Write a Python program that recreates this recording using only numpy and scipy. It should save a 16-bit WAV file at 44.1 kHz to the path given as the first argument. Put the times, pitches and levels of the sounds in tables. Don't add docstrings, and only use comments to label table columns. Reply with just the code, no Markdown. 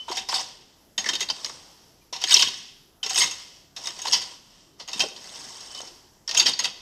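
import sys
import numpy as np
from scipy import signal
from scipy.io import wavfile

SR = 44100
rng = np.random.default_rng(int(sys.argv[2]) if len(sys.argv) > 2 else 0)


def file_out(sig):
    cols = np.atleast_2d(sig).T
    lim = np.clip(cols, -1, 1)
    pcm = np.round(lim * 32767).astype(np.int16)
    wavfile.write(sys.argv[1], SR, pcm)


def invert_db(level):
    return 10 ** (np.asarray(level, dtype=float) / 20)


N = 300315


def rms_one(x):
    return x / np.sqrt(np.mean(x ** 2) + 1e-20)


def at_hz(points, hz):
    table_hz, values = np.transpose(points)
    return np.interp(np.log(hz), np.log(table_hz), values)


def drift(rate_hz):
    r = np.exp(-2 * np.pi * rate_hz * 40 / SR)
    noise = rng.standard_normal(N // 40 + 2002)
    slow = signal.lfilter([1], [1, -2 * r, r * r], noise)[2000:]
    return np.interp(np.arange(N) / 40, np.arange(len(slow)), rms_one(slow))


def resonance(x, hz, width_hz):
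    r = np.exp(-np.pi * width_hz / SR)
    feedback = [1, -2 * r * np.cos(2 * np.pi * hz / SR), r * r]
    return signal.lfilter((1 - r * r) / 2 * np.array([1, 0, -1]), feedback, x)


def octave_parts(low_hz, count):
    edges = low_hz * 2 ** np.arange(0, np.log2(17000 / low_hz), 1 / count)
    return [(np.sqrt(a * b), signal.butter(2, [a, b], "band", fs=SR, output="sos"))
            for a, b in zip(edges, edges[1:])]


def random_clicks(per_s, clump_db, clump_hz, spread_db):
    born = rng.random(N) < per_s * invert_db(clump_db * drift(clump_hz)) / SR
    sizes = invert_db(spread_db * np.minimum(rng.exponential(1, N), 5)) * rng.choice([-1, 1], N)
    return rms_one(born * sizes)


def grit(per_s, spread_db, smooth):
    clicks = random_clicks(per_s, 4.0, 40, spread_db)
    return rms_one(clicks + smooth * rng.standard_normal(N))


# (f/Hz, relative level/dB per Hz)
HUSH = [(12, -31), (20, 8.5), (324, 5), (909, -3), (1590, -8.5), (2280, -14), (3010, -15.5), (4090, -20),
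        (5250, -10), (8440, -11), (9700, -51), (11500, -12), (12800, -32), (13900, -20), (15600, -20)]
HUSH_DB = -61


def hush():
    white = rng.standard_normal((2, N))
    bands = np.zeros(N)
    for k, (hz, band) in enumerate(octave_parts(19.99, count=3)):
        level_db = at_hz(HUSH, hz) + 2.3 * drift(3.0)
        bands += invert_db(level_db) * signal.sosfilt(band, white[k % 2])
    return invert_db(HUSH_DB) * rms_one(bands)


# (f/Hz, t60/s)
TREES_T60 = [(300, 0.93), (1500, 0.56), (4000, 0.58), (10000, 0.37)]


def trees(x):
    t = np.arange(SR) / SR
    white = rng.standard_normal((2, SR))
    tail = np.zeros(SR)
    for k, (hz, band) in enumerate(octave_parts(94.1, count=3)):
        tail += signal.sosfilt(band, white[k % 2]) * invert_db(-60 * t / at_hz(TREES_T60, hz))
    tail *= np.clip((t - 0.008) / 0.0037, 0, 1)
    return signal.fftconvolve(x, tail / np.sqrt(np.sum(tail ** 2)))[:N]


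# (start t/s, length/s, settled f/Hz, mean rms level at the end/dB, swell from start to end/dB)
BIRD = [(-0.04, 0.078, 3036, -42, -8), (2.004, 0.023, 2380, -64, 12), (5.697, 0.1, 3030, -39.5, 14),
        (5.827, 0.09, 3027, -59.5, -2)]
BIRD_SLIDE_HZ, BIRD_SLIDE_S = 278.3, 0.0073
BIRD_ATTACK_S, BIRD_T60_S = 0.012, 0.042


def bird():
    out, t = np.zeros(N), np.arange(N) / SR
    for start, length, hz, end_db, swell_db in BIRD:
        left = start + length - t
        swelling_db = -swell_db * np.minimum(left / length, 1)
        dying_db = np.maximum(60 * left / BIRD_T60_S, -200)
        shape_db = np.where(left > 0, swelling_db, dying_db)
        attack = np.clip((t - start) / BIRD_ATTACK_S, 0, 1)
        pitch = hz + BIRD_SLIDE_HZ * np.exp(-np.maximum(t - start, 0) / BIRD_SLIDE_S)
        whistle = np.sqrt(2) * np.sin(2 * np.pi * np.cumsum(pitch) / SR)
        out += invert_db(end_db + shape_db + 2.2 * drift(30)) * attack * whistle
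    return out


# (t/s, peak level before a common gain/dB, f/Hz, t60/s)
KNOCKS = [(0.084, -33.5, 850, 0.21), (0.101, -32.5, 380, 0.064), (0.169, -44, 775, 0.037),
          (0.327, -22.5, 895, 0.081), (0.985, -39.5, 193, 0.031), (1.132, -39, 323, 0.064),
          (1.063, -42, 246, 0.053), (1.3, -29.5, 770, 0.058), (1.495, -39, 910, 0.063),
          (2.126, -38, 460, 0.029), (2.399, -34, 950, .05), (2.429, -46, 300, 0.012),
          (2.471, -39, 210, 0.026), (3.06, -42, 420, 0.047), (3.212, -43, 394, 0.046),
          (4.052, -31, 790, 0.1), (4.96, -41, 214, 0.038), (4.995, -42, 216, 0.023),
          (5.036, -28.5, 455, 0.055), (5.059, -37, 400, 0.034), (5.802, -36, 510, 0.012),
          (5.832, -40, 395, 0.028), (6.457, -33.5, 298, 0.022), (6.485, -40.5, 254, 0.053)]
KNOCK_GAIN_DB = 4.0


def knocks():
    after = np.arange(4000) / SR
    out = np.zeros(N + len(after))
    for s, db, hz, t60 in KNOCKS:
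        puff = rng.standard_normal(len(after)) * invert_db(-60 * after / t60)
        thud = resonance(resonance(puff, hz, 0.41 * hz), hz, 2.1 * hz)
        out[round(s * SR):][:len(after)] += invert_db(db + KNOCK_GAIN_DB) * thud / np.max(np.abs(thud))
    return out[:N]


# (t/s, level before attack and waver/dB, f/Hz, t60/s)
STONES = [(0.0819, -29, 950, 0.06), (0.1177, -26, 972, 0.06), (0.1257, -32.5, 737, 0.12),
          (0.1669, -35, 770, 0.06), (0.2912, -24, 5230, 0.12), (0.2953, -27.5, 935, 0.034),
          (0.3387, -40, 740, 0.06), (0.3441, -16, 5140, 0.038), (0.3841, -34, 800, 0.051),
          (0.9785, -19, 3640, 0.04), (0.9786, -20, 3080, 0.072), (0.9806, -31, 1890, 0.055),
          (1.058, -31, 2020, 0.06), (1.0584, -30.8, 2080, 0.06), (1.0893, -20, 1780, 0.037),
          (1.09, -20, 3165, 0.066), (1.1321, -20.5, 2980, 0.044), (1.153, -27, 3100, 0.047),
          (1.2137, -29, 3260, 0.049), (1.2253, -31, 2040, 0.06), (1.3, -16.5, 5030, 0.039),
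          (1.3002, -23, 3120, 0.049), (1.3011, -35, 1040, 0.066), (1.4459, -17.5, 4900, 0.03),
          (2.2392, -24.5, 3180, 0.05), (2.2902, -45, 1430, 0.078), (2.309, -30, 2000, 0.095),
          (2.3407, -10, 5570, 0.06), (2.3636, -17.1, 3680, 0.04), (2.3977, -33.5, 990, 0.066),
          (2.4219, -11.5, 3000, 0.046), (2.4239, -26.5, 1090, 0.096), (3.0294, -23, 3080, 0.06),
          (3.0626, -36, 433, 0.056), (3.1083, -30, 762, 0.083), (3.1578, -17.5, 5110, 0.049),
          (3.1593, -30, 755, 0.075), (3.207, -19.5, 2120, 0.11), (3.2193, -31.5, 957, 0.18),
          (4.0565, -26.5, 980, 0.048), (4.1288, -14, 5050, 0.06), (5.0044, -16.5, 3163, 0.072),
          (5.7733, -36.7, 5130, 0.044), (6.2933, -32, 1855, 0.085), (6.3734, -14, 3150, 0.055),
          (6.3967, -15.9, 3660, 0.06), (6.3968, -7.5, 4640, 0.069), (6.4612, -13.5, 3220, 0.043),
          (6.4661, -24, 1890, 0.06), (6.5367, -13.5, 4650, 0.022), (6.5919, -26, 1930, 0.041),
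          (6.6424, -27, 2000, 0.066)]
STONE_ATTACK_S, STONE_WAVER = 0.0006, 0.46
STONE_WAVER_HZ = 68.6


def stones():
    after = np.arange(6000) / SR
    out = np.zeros(N + len(after))
    for (s, db, hz, t60), (turn, beat) in zip(STONES, rng.random((len(STONES), 2))):
        waver_hz = STONE_WAVER_HZ * (0.5 + beat)
        waver = 1 + STONE_WAVER * np.sin(2 * np.pi * (waver_hz * after + turn))
        attack = 1 - np.exp(-after / STONE_ATTACK_S)
        shape = attack * invert_db(db - 60 * after / np.clip(t60, 0.01, 0.2))
        out[round(s * SR):][:len(after)] += waver * shape * np.sin(2 * np.pi * (hz * after + turn))
    return out[:N]


# (f/Hz, relative level/dB per Hz)
CRUNCH = [(100, -16.5), (400, -11), (750, -14), (980, -7.5), (1500, -8), (2040, -1), (2350, -9.5),
          (2900, 5.5), (4050, 0), (5300, 7), (6300, -2), (7200, -9), (8800, -13), (9800, -61), (11300, -22),
          (14000, -44), (15600, -45)]
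PEBBLE_SHARPNESS = 45


def pebbles(push):
    clicks = push * random_clicks(500, 5.0, 30, spread_db=5.6)
    dealt = rng.integers(0, 32, N)
    out = np.zeros(N)
    for k, hz in enumerate(np.geomspace(800, 9000, 32)):
        own_clicks = clicks * (dealt == k) + 1e-18
        out += invert_db(at_hz(CRUNCH, hz)) * resonance(own_clicks, hz, hz / PEBBLE_SHARPNESS)
    return out


# (t/s, crunch level/dB)
PULL = [
    [(0.0, -53.5), (0.07, -54.5), (0.09, -41), (0.19, -38), (0.27, -54.5), (0.3, -39.5), (0.35, -33),
     (0.47, -46), (0.66, -58.5), (0.97, -70.5)],
    [(0.99, -68), (1.02, -44.5), (1.1, -41.5), (1.19, -48), (1.23, -42), (1.27, -49), (1.31, -47),
     (1.36, -46), (1.5, -44), (1.65, -51.5), (2.1, -66)],
    [(2.14, -80), (2.2, -46), (2.27, -38), (2.33, -25), (2.43, -30.5), (2.5, -39), (2.65, -47.5),
     (2.81, -59.5), (3.02, -74)],
    [(3.04, -58), (3.07, -45.5), (3.2, -24), (3.3, -41), (3.43, -46), (3.55, -51), (3.75, -67)],
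    [(3.77, -52), (3.89, -38), (3.93, -47), (4.04, -43), (4.08, -37.5), (4.14, -40), (4.32, -47),
     (4.42, -58.5), (4.59, -56.5), (4.78, -68)],
    [(4.8, -46.5), (4.85, -62), (4.97, -39.5), (5.03, -36.5), (5.12, -51.5), (5.25, -44.5), (5.44, -42),
     (5.71, -45), (5.78, -41.5), (5.95, -52), (6.26, -69.5)],
    [(6.29, -49), (6.39, -31), (6.45, -38.5), (6.49, -28.5), (6.53, -47), (6.58, -49), (6.6, -39),
     (6.66, -34.5), (6.73, -51.5), (6.81, -50)],
]
# (soil thud under the drag/dB, soil thud under the blows/dB, leaf treble/dB)
GROUND = [(-13, -17.5, 4), (-0.5, -14, 5.5), (-21, -17, -2), (-16, -20, 2.5), (-4.5, -24, 6),
          (-4.5, -14, 4.5), (-4, -19.5, -11)]
HOLLOW_DB = [10, -7.5, 4.5, 2.5, 4, -2, -2]
GRAVEL_DB = [1.7, -2.8, 4.2, -0.5, 0.7, -3.5, 4]
LIGHT_DRAG_DB, HARD_DRAG_DB = -57.5, -37
LANDING_THUD_DB, LANDING_S = 17.5, 0.04
THUD_PER_CRUNCH_DB, TREBLE_PER_CRUNCH_DB = -0.05, 0.47
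SETTLING_THUD_PER_DB = 2.1


def ground(crunch_db):
    t = np.arange(N) / SR
    landed = np.array([stroke[0][0] for stroke in PULL])
    which = np.clip(np.searchsorted(landed, t + 0.015) - 1, 0, None)
    thud_db, blow_thud_db, treble_db = np.array(GROUND)[which].T
    pull_db = np.maximum(crunch_db, LIGHT_DRAG_DB) - HARD_DRAG_DB
    landing = np.exp(-np.abs(t - landed[which]) / LANDING_S)
    settling_db = np.minimum(crunch_db - LIGHT_DRAG_DB, 0)
    thud_db = thud_db + THUD_PER_CRUNCH_DB * pull_db + LANDING_THUD_DB * landing
    thud_db = thud_db + SETTLING_THUD_PER_DB * settling_db
    treble_db = treble_db + TREBLE_PER_CRUNCH_DB * pull_db
    return thud_db, blow_thud_db, treble_db, np.array(HOLLOW_DB)[which], np.array(GRAVEL_DB)[which]


# (t/s, relative peak level/dB, brightest f/Hz, lift near that pitch/dB, contact t60/s)
BLOWS = [(0.0845, -33, 3360, 25, 0.09), (0.114, -19.5, 5360, 1, 0.13), (0.17, -13, 4600, 2.5, 0.12),
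         (0.288, -13.5, 4650, 9.5, 0.083), (0.3234, -36, 4850, 9, 0.048), (0.341, -16, 4920, 8, 0.17),
         (0.3938, -21, 5360, 3, 0.13), (0.979, -10.5, 3300, -2.5, 0.13), (1.042, -17, 1970, 20, 0.028),
         (1.058, -15.5, 1920, 18.5, 0.16), (1.088, -7, 3200, -8, 0.077), (1.1335, -15, 3120, 3, 0.092),
         (1.1523, -14, 6510, 7, 0.053), (1.196, -21, 3700, 9, 0.053), (1.2062, -11.5, 6360, 6.5, 0.11),
         (1.2266, -20, 2540, 18, 0.03), (1.2875, -16.5, 5900, -24, 0.082), (1.301, -17, 5140, 15.5, 0.058),
         (1.3643, -26.5, 3500, 9.5, 0.033), (1.4455, -13.5, 5070, 11.5, 0.035),
         (1.459, -20, 6510, 5, 0.062), (1.4952, -20.5, 5720, 5, 0.034), (2.1268, -21, 5460, 5.5, 0.27),
         (2.163, -25, 5350, -0.5, 0.024), (2.216, -21.5, 4900, 11, 0.18), (2.239, -7, 3270, 15, 0.027),
         (2.294, -9.5, 5430, -5.5, 0.02), (2.308, -9, 5120, 16, 0.05), (2.3419, 0.5, 5150, 21.5, 0.023),
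         (2.366, -15, 4000, 24.5, 0.033), (2.394, -11, 3080, 22, 0.014), (2.4228, -0.5, 5520, 5, 0.062),
         (2.4846, -16, 4500, 6.5, 0.018), (3.0302, -17, 5500, 0, 0.27), (3.0624, -15, 3240, 3.5, 0.046),
         (3.0957, -17, 6830, 16.5, 0.056), (3.1033, -18.5, 4290, 7, 0.091), (3.145, -30, 4690, 1, 0.026),
         (3.1584, -14, 5230, 15, 0.027), (3.176, -6, 5840, 11.5, 0.061), (3.2136, -7.5, 2040, 9, 0.11),
         (3.2334, -12.5, 5960, 0, 0.086), (3.311, -21, 6500, 9, 0.081), (3.7641, -18.5, 2980, -8, 0.13),
         (3.838, -35, 5350, 19.5, 0.067), (3.857, -22, 3790, 7, 0.046), (3.871, -11.5, 4830, -4, 0.038),
         (3.9896, -21.5, 4820, 5, 0.06), (4.0178, -26, 6750, 18.5, 0.071), (4.053, -17.5, 5630, 2, 0.08),
         (4.0696, -16.5, 3680, 7.5, 0.049), (4.083, -18, 4400, 17.5, 0.028),
         (4.1227, -15, 5450, 13.5, 0.15), (4.131, -7.5, 4700, 7.5, 0.17), (4.215, -19.5, 4570, 0, 0.1),
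         (4.7985, -28, 5150, 9, 0.18), (4.8769, -25.5, 4500, 1, 0.062), (4.884, -23, 4500, -4, 0.14),
         (4.915, -33, 4040, 13, 0.044), (4.931, -19, 5600, 2, 0.11), (4.9945, -12, 4500, 0, 0.092),
         (5.003, -8.5, 2920, 7, 0.087), (5.0858, -23.5, 6460, 9, 0.023), (5.1626, -31, 3120, 9, 0.085),
         (5.241, -31, 5810, 5, 0.035), (5.357, -31, 5300, 9.5, 0.036), (5.4984, -38.5, 5500, 9, 0.039),
         (5.6074, -31.5, 5120, 17, 0.056), (5.7483, -24.5, 5000, 10.5, 0.04), (5.805, -20, 5000, -4, 0.015),
         (5.8158, -27.5, 6100, 13, 0.024), (5.873, -37, 5100, 17, 0.11), (6.2772, -20.5, 5440, 8.5, 0.093),
         (6.292, -16.5, 4700, 7, 0.052), (6.311, -14.5, 2970, -1, 0.064), (6.347, -9.5, 5570, 5.5, 0.057),
         (6.3742, -6, 3140, -16, 0.12), (6.398, -2.5, 4640, -2, 0.061), (6.426, -27, 3260, 29, 0.025),
         (6.4583, -7.5, 4490, 1, 0.21), (6.4667, -18, 4530, 21, 0.056), (6.534, -23, 4230, 16, 0.034),
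         (6.5912, -11.5, 4510, 9, 0.052), (6.601, -11.5, 4640, -9, 0.036), (6.643, -12, 4700, 4.5, 0.076),
         (6.6541, -8, 2970, 11, 0.02)]
# (f/Hz, least ring width/Hz, relative level/dB)
TINES = [(771, 37, -12.5), (965.7, 52, -9.5), (2000, 23, -17), (2700, 8.3, -3), (3180, 23, -6),
         (3735, 58, 3), (4254, 35, -3), (4640, 14, -4), (5166, 30, -6), (5450, 13, -16), (5760, 38, -15),
         (6510, 18, 4.5), (7930, 63, -15.5)]
# (f/Hz, share 0-1)
THUD_SHARE = [(450, 0.6), (750, 0.91), (1100, 0.47), (1700, 0.03)]
# (f/Hz, share 0-1)
TREBLE_SHARE = [(4500, 0.04), (6300, 0.08), (9000, 0.79)]
GRAVEL_HZ, GRAVEL_OCTAVES = 3050, 0.6
THUD_GAIN_DB, TREBLE_GAIN_DB = 18, 9.5
BLOW_GAIN_DB, BLOW_TREBLE_DB = -11.5, -16.5
THUD_PER_PEAK_DB, USUAL_PEAK_DB = -0.41, -6.5
HANDLE_BELOW_HZ, SHARPEST_TINE = 1200, 100


def rake():
    pull_s, pull_db = np.transpose(sum(PULL, []))
    crunch_db = np.interp(np.arange(N) / SR, pull_s, pull_db)
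    thud_db, blow_thud_db, treble_db, hollow_db, gravel_db = ground(crunch_db)
    s, peak_db, bright_hz, lift_db, t60 = np.transpose(BLOWS)
    starts = (s * SR).astype(int)
    blow_thud_db = blow_thud_db[starts] + THUD_PER_PEAK_DB * (peak_db - USUAL_PEAK_DB)
    after = np.arange(6000) / SR
    attack = 1 - np.exp(-after / 0.000086)
    dying = attack * invert_db(-60 * after / np.clip(t60, 0.005, 0.3)[:, None])
    coarse = np.clip((crunch_db - LIGHT_DRAG_DB) / (HARD_DRAG_DB - LIGHT_DRAG_DB), 0.25, 1)
    rubbing = []
    for _ in range(2):
        crackle = grit(1800, spread_db=3.5, smooth=0.5)
        rubbing.append(np.sqrt(coarse) * crackle + np.sqrt(1 - coarse) * rng.standard_normal(N))
    striking = [grit(6000, spread_db=4.5, smooth=2.4), grit(6000, spread_db=13.5, smooth=5.1)]

    def force(k, hz, drag_db, bite, focus, chance_db, flicker_db, tick_db):
        low, high = at_hz(THUD_SHARE, hz), at_hz(TREBLE_SHARE, hz)
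        pressed_db = bite * (crunch_db - HARD_DRAG_DB)
        gravel = np.exp(-(np.log2(hz / GRAVEL_HZ) / GRAVEL_OCTAVES) ** 2)
        colour_db = low * thud_db + high * treble_db + gravel * gravel_db
        flickering_db = flicker_db * coarse ** 2 * drift(44)
        drag = invert_db(drag_db + pressed_db + crunch_db + colour_db + flickering_db)
        near_db = focus * lift_db * np.exp(-(np.log2(hz / bright_hz) / 0.16) ** 2)
        blow_db = peak_db + near_db + low * blow_thud_db + high * BLOW_TREBLE_DB
        blow_db = blow_db + chance_db * rng.standard_normal(len(s))
        hits, ticks = np.zeros(N + len(after)), np.zeros(N)
        for start, gain, shape in zip(starts, invert_db(blow_db), dying):
            hits[start:start + len(after)] += gain * shape
            ticks[start] = gain * invert_db(tick_db)
        dragged = invert_db(low * THUD_GAIN_DB + high * TREBLE_GAIN_DB) * drag * rubbing[k % 2]
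        struck = hits[:N] * striking[k % 2] + ticks
        return dragged + invert_db(low * THUD_GAIN_DB + BLOW_GAIN_DB) * struck

    out = invert_db(9.0) * pebbles(coarse ** 2 * invert_db(crunch_db))
    for k, (hz, band) in enumerate(octave_parts(91.27, count=5)):
        contacts = force(k, hz, drag_db=-1.0, bite=0, focus=0.97,
                         chance_db=2.5, flicker_db=5.5, tick_db=11.5)
        out += invert_db(at_hz(CRUNCH, hz) + 3.5) * signal.sosfilt(band, contacts)
    for k, (hz, width_hz, db) in enumerate(TINES):
        width_hz = max(width_hz, hz / SHARPEST_TINE)
        grip = invert_db(hollow_db * (hz < HANDLE_BELOW_HZ))
        contacts = force(k, hz, drag_db=-2.0, bite=0.5, focus=0.85,
                         chance_db=5.0, flicker_db=4.5, tick_db=17.5)
        out += invert_db(db + 10.5) * resonance(grip * contacts, hz, width_hz)
    return out


def scene():
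    near = rake() + knocks() + stones() + bird()
    trees_db = -16
    return (near + invert_db(trees_db) * trees(near) + hush())[None]


def band_limit(x):
    return signal.sosfilt(signal.butter(12, 15720, fs=SR, output="sos"), x)


def record(dry):
    ceiling = 0.9
    rounded = ceiling * np.tanh(1.113 * dry / ceiling)
    treble_cut = signal.cheby2(12, 70, 16500, fs=SR, output="sos")
    mix = signal.sosfilt(treble_cut, rounded)
    return band_limit(mix)


dry = scene()
out = record(dry)
file_out(out)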